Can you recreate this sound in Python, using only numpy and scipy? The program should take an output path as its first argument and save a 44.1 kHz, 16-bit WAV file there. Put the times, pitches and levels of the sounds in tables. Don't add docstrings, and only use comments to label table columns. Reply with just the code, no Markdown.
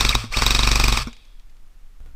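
import sys
import numpy as np
from scipy import signal
from scipy.fft import rfft, irfft, next_fast_len
from scipy.io import wavfile
from scipy.ndimage import uniform_filter1d

SR = 44100
rng = np.random.default_rng(int(sys.argv[2]) if len(sys.argv) > 2 else 0)


def generate_wav(sig):
    pcm = np.round(np.clip(np.atleast_2d(sig).T, -1, 1) * 32767).astype(np.int16)
    wavfile.write(sys.argv[1], SR, pcm)


N = 94947
TIME = np.arange(N) / SR

# t/s, then level/dB of gearbox clack, cylinder crack, muzzle pop, contact tick, recoil
SHOTS = [(0.0086, 1, 2.5, 3.5, 4, -5.5), (0.0506, -0.5, -0.5, -0.5, -5, -2.5), (0.0923, -3, 4, -2, 4.5, -5),
         (0.1516, -2, 0.5, 5.5, 0, -2), (0.3714, -3.5, -0.5, -0.5, -3.5, -3.5),
         (0.4215, 0, -2.5, 7.5, -4.0, -2.0), (0.4649, 0, 3.5, 3.5, 6.5, -2.5),
         (0.5074, -0.5, 0.5, -7, 4, -4), (0.5493, -1.5, 0, -1.5, -0.5, -3.5),
         (0.5918, -3, 0.5, 2, -13.5, -2.5), (0.6334, -3.0, 3, -0.5, -9.5, -2),
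         (0.6741, 0.5, -2.5, 5, -3, -1), (0.7163, 1.0, 2.5, -6.5, -9, -1.5),
         (0.7575, 0.5, -3.5, 2.5, -0.5, -3), (0.7991, -0.5, -4, 4.5, 0.0, -1.5),
         (0.8408, -0.5, -7, -1.5, 5, -0.5), (0.8824, -0.5, -6.5, 3.5, 4, -0.5),
         (0.9251, -3, -2, 2.5, -5.5, -2), (0.9734, -2.5, -6.5, 0.5, -2.5, -6.5)]
SHOT_TIMES, CLACK_DB, CRACK_DB, POP_DB, TICK_DB, RECOIL_DB = np.transpose(SHOTS)


def from_db(db):
    return 10 ** (np.asarray(db) / 20)


def rms_one(x):
    return x / np.sqrt(np.mean(x ** 2) + 1e-20)


def curve(rows):
    return np.interp(TIME, *np.transpose(rows))


def coloured(x, points):
    size = next_fast_len(2 * N) // 2 * 2
    hz, db = np.transpose(points)
    grid = np.maximum(np.arange(size // 2 + 1) * SR / size, 1)
    gain = from_db(np.interp(np.log(grid), np.log(hz), db))
    cepstrum = irfft(np.log(gain))
    cepstrum[1:size // 2] *= 2
    cepstrum[size // 2 + 1:] = 0
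    response = np.exp(rfft(cepstrum))
    return irfft(rfft(x, size) * response)[:N]


def clicks(times, gains):
    out = np.zeros(N)
    samples = np.round(np.asarray(times) * SR).astype(int)
    np.add.at(out, np.clip(samples, 0, N - 1), gains)
    return out


def dying(x, t60):
    return signal.lfilter([1], [1, -from_db(-60 / (t60 * SR))], x + 1e-18)


def ring(x, hz, t60):
    r = from_db(-60 / (t60 * SR))
    w = 2 * np.pi * hz / SR
    return signal.lfilter([0, np.sin(w)], [1, -2 * r * np.cos(w), r * r], x + 1e-18)


def body(x, modes):
    return sum(from_db(db) * ring(x, hz, t60) for hz, db, t60 in modes)


def grit(per_s):
    return rms_one(rng.standard_normal(N) * (rng.random(N) < per_s / SR))


def blow(times, db, rattle_db, rattle_t60, scrape_db=-200):
    flight_s, rise_db = 0.0043, 10
    hit = clicks(times, from_db(db))
    swell = dying(hit[::-1], flight_s * 60 / rise_db)[::-1]
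    rattle = from_db(rattle_db) * dying(hit, rattle_t60)
    return hit + grit(9000) * (rattle + from_db(scrape_db) * swell)


def background():
    # f/Hz, level/dB
    air_colour = [(59, -30), (100, 0), (166, -5.5), (260, -9), (432, -13.5), (594, -15), (1280, -14),
                  (13400, -27.5), (15900, -30.5)]
    rumble_colour = [(10, 0.5), (18, 3.5), (30, -2.5), (50, -20), (80, -30), (150, -43.5), (400, -78.5)]
    air_db, rumble_db = -62.5, -38
    air = rms_one(coloured(rng.standard_normal(N), air_colour))
    rumble = rms_one(coloured(rng.standard_normal(N), rumble_colour))
    return from_db(air_db) * air + from_db(rumble_db) * rumble


def woodland(x):
    # f/Hz, level/dB
    wood_colour = [(100, -12), (500, 0), (1200, -14), (3500, -0.5), (6000, -11), (10000, -7),
                   (16000, -25.5)]
    near_db, near_t60_s = -17, 0.032
    wood_db, wood_t60_s = -30, 0.98
    near = grit(1500) * from_db(-60 * TIME / near_t60_s) * (TIME > .004)
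    far = grit(4000) * from_db(-60 * TIME / wood_t60_s) * (TIME > .025)
    echoes = from_db(near_db) * rms_one(near) + from_db(wood_db) * rms_one(coloured(far, wood_colour))
    return signal.fftconvolve(x, echoes / np.sqrt(N))[:N]


def small_sounds():
    # t/s, level/dB
    tick_events = [(1.1292, -34), (1.166, -44.5), (1.252, -47.5), (1.396, -46.5), (1.497, -51),
                   (1.568, -53)]
    knock_events = [(2.004, -0.5), (2.061, -0.5)]
    # f/Hz, level/dB
    tick_colour = [(300, -11), (1200, -4.5), (2400, 4), (4000, 2.5), (7500, -4.5), (10000, -14),
                   (15000, -27)]
    knock_colour = [(60, 5), (150, 4), (300, -5), (700, -9.5), (1420, -16.5), (2200, -16.5), (4000, -24),
                    (15000, -33.5)]
    # f/Hz, level/dB, T60/s
    knock_modes = [(60.2, -39.5, 0.35), (120, -58.5, 0.18), (1443, -70, 0.615)]
    times, db = np.transpose(tick_events)
    ticks = coloured(dying(clicks(times, from_db(db)), t60=0.033) * grit(18000), tick_colour)
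    knocks = blow(*np.transpose(knock_events), rattle_db=-30, rattle_t60=0.43)
    return ticks + from_db(-9.5) * coloured(knocks, knock_colour) + body(knocks, knock_modes)


def coasting_hum():
    # start t/s, length/s, f/Hz, level/dB
    hums = [(0.149, .15, 108.8, -31), (.97, .08, 126.6, -32)]
    out = np.zeros(N)
    for start, length, hz, db in hums:
        progress = np.clip((TIME - start) / length, 0, 1)
        swell = np.sqrt(np.abs(np.sin(np.pi * progress)))
        out += from_db(db) * swell * np.sin(2 * np.pi * hz * (TIME - start))
    return out


def latch():
    # t/s, level/dB
    catches = [(0.241, 0), (1.0719, 2.5), (1.081, -9.5)]
    # f/Hz, level/dB, T60/s
    latch_modes = [(234, -27, 0.076), (290, -34, .035), (544, -38.5, 0.012), (1155, -36, .012),
                   (1390, -33, 0.0086), (2283, -34.5, .01), (3570, -35.5, .01), (5400, -36, 0.0073)]
    times, db = np.transpose(catches)
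    clunk = body(clicks(times, from_db(db)), latch_modes[:2])
    small_parts = blow(times, db, rattle_db=-17.5, rattle_t60=.05, scrape_db=-31.5)
    return clunk + body(small_parts, latch_modes[2:])


def spring():
    # f/Hz, level/dB
    spring_colour = [(1500, -40.5), (2500, -18), (3050, -16), (3320, 3), (3520, -2), (3950, -17),
                     (4700, -10.5), (5500, -21), (9000, -40)]
    spring_db, spring_t60_s = -51, 1
    tail = rms_one(coloured(rng.standard_normal(N), spring_colour))
    power = dying(clicks(SHOT_TIMES, 0.86), spring_t60_s / 2)
    return from_db(spring_db) * np.sqrt(power) * tail


def gear_train():
    # t/s, f/Hz
    motor = [(0, 4410), (.105, 4409), (.128, 2402), (.15, 1595), (.2, 902.2), (.25, 499.6), (.305, 400),
             (.322, 1299), (.343, 2333), (.385, 4508), (.45, 4435), (.925, 4387), (.955, 3105),
             (.974, 2495), (.982, 1835), (1.03, 1392), (1.05, 496)]
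    # t/s, level/dB
    gear_levels = [(0, -19), (.11, -20), (.16, -35), (.18, -30), (.235, -36.5), (.27, -44.5), (.305, -55),
                   (.324, -30), (.345, -28), (.365, -28.5), (.39, -18), (.65, -19.5), (.93, -20),
                   (1.0, -27), (1.025, -28), (1.047, -44.5), (1.11, -55), (1.16, -80), (1.25, -110)]
    # f/Hz, level/dB
    gear_colour = [(260, -34), (450, -9), (868, -8), (1200, 2), (1460, -6), (1720, -6.5), (2000, -9.5),
                   (2290, -4), (2580, -2), (2950, -9), (3370, -5.5), (4040, -13), (4220, -6.5), (4410, -3),
                   (4760, -5.5), (5770, -7), (6320, -14.5), (6910, -17.5), (7780, -12), (9170, -17.5),
                   (10600, -29.5), (11500, -24.5), (12500, -28), (14800, -27.5), (15900, -40)]
    # teeth per pinion tooth, level/dB
    meshes = [(0.9, 0), (1 / 3, -5), (20 / 117, 0)]
    pull_s, pull_width_s, slack_db = 0.016, 0.0087, -6.5
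    sag_per_s, wobble_depth = .9, .004
    whine_db, whine_rough, teeth_share = -4.5, 0.27, 0.3
    case_hz, case_width_hz, case_db = 2342, 360, 9

    last_shot = np.maximum(np.searchsorted(SHOT_TIMES, TIME) - 1, 0)
    age = TIME - SHOT_TIMES[last_shot]
    hz = curve(motor)
    driven = np.clip(hz / hz.max(), 0, 1) ** 2 * (age < .05)
    pull = np.exp(-((age - pull_s) / pull_width_s) ** 2)
    wobble = rms_one(uniform_filter1d(rng.standard_normal(N), size=200))
    speed = hz * (1 - sag_per_s * (age - pull_s) * driven + wobble_depth * wobble)
    pinion_teeth = np.cumsum(speed) / SR

    teeth = np.zeros(N)
    for ratio, db in meshes:
        contacts = np.diff(np.floor(pinion_teeth * ratio), prepend=0)
        teeth += contacts * rng.normal(1, .8, N) * from_db(db)
    teeth = signal.lfilter([1], [1, -.9], np.diff(teeth, prepend=0))
    colour = [(60, -20.5), (200, -6)] + list(gear_colour)
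    clatter = rms_one(coloured(teeth_share * rms_one(teeth) + grit(7000), colour))

    case = from_db(case_db) * np.exp(-((hz - case_hz) / case_width_hz) ** 2)
    whine = np.sin(2 * np.pi * pinion_teeth) * (from_db(whine_db) * pull * driven + case)
    whine = whine * (1 + whine_rough * rms_one(uniform_filter1d(rng.standard_normal(N), size=60)))
    level_db = curve(gear_levels) + slack_db * (1.5 - pull) * driven
    return from_db(level_db) * (clatter + whine)


def recoil():
    # f/Hz, level/dB, T60/s
    recoil_modes = [(27.35, -15.5, 0.14), (48.7, -11.5, 0.15), (115.6, -14.5, 0.086), (174.5, -30, 0.071),
                    (227.7, -24.5, 0.1), (355, -35, 0.087)]
    # t/s, f/Hz, level/dB, T60/s
    shudders = [(0.304, 25.6, -19.5, 0.19), (1.011, 40.2, -15.5, 0.063), (1.055, 45, -21, 0.12),
                (1.122, 27.3, -32, 0.28)]
    lag_s, launch_lead_s, launch_share = 0.0013, 0.00571, 0.53
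    gains = from_db(RECOIL_DB)
    stop = clicks(SHOT_TIMES + lag_s, gains)
    launch = clicks(SHOT_TIMES - launch_lead_s, gains)
    shudder = sum(ring(clicks([t], from_db(db)), hz, t60) for t, hz, db, t60 in shudders)
    return body(stop - launch_share * launch, recoil_modes) + shudder


def muzzle(times, db):
    # f/Hz, level/dB, T60/s
    muzzle_modes = [(907, -21, .014), (1079, -15.5, .018)]
    bore = signal.butter(2, 720, "high", fs=SR, output="sos")
    return body(signal.sosfilt(bore, clicks(times, from_db(db))), muzzle_modes)


def piston():
    # f/Hz, level/dB, T60/s
    gearbox_modes = [(2430, -26, .01), (2483, -13.5, .011), (2640, -31.5, 0.011), (4996, -19, 0.019),
                     (5570, -21.5, 0.022), (5583, -19, 0.0056), (6300, -24, 0.015), (7600, -34.5, 0.013),
                     (7530, -27, 0.011)]
    cylinder_modes = [(3640, -18, 0.016), (3820, -11.5, 0.017)]
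    tick_modes = [(8200, -23, 0.009), (11700, -39, 0.0033), (13800, -25, 0.0029), (14700, -19.5, .0025)]
    bounce_times = SHOT_TIMES + rng.uniform(0.001204, 0.007, len(SHOT_TIMES))
    bounce = clicks(bounce_times, from_db(CLACK_DB - 7))
    clack = blow(SHOT_TIMES - .0003, CLACK_DB, rattle_db=-21, rattle_t60=.04, scrape_db=-20.5)
    crack = blow(SHOT_TIMES, CRACK_DB, rattle_db=-26.5, rattle_t60=0.036, scrape_db=-25.5)
    tick = blow(SHOT_TIMES, TICK_DB, rattle_db=-31.5, rattle_t60=.025, scrape_db=-32)
    pop = muzzle(SHOT_TIMES + .001, POP_DB)
    return body(clack + bounce, gearbox_modes) + body(crack, cylinder_modes) + pop + body(tick, tick_modes)


def scene():
    rifle = piston() + gear_train() + spring() + latch()
    at_microphone = recoil() + coasting_hum() + small_sounds() + background()
    return (rifle + woodland(rifle) + at_microphone)[None]


def record(dry):
    leak = signal.butter(1, 4, "high", fs=SR, output="sos")
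    top_cut = signal.ellip(10, .2, 80, 15500, fs=SR, output="sos")
    rounded = 1.276 * np.tanh(signal.sosfilt(leak, dry) / 1.344)
    return signal.sosfilt(top_cut, rounded)


dry = scene()
out = record(dry)
generate_wav(out)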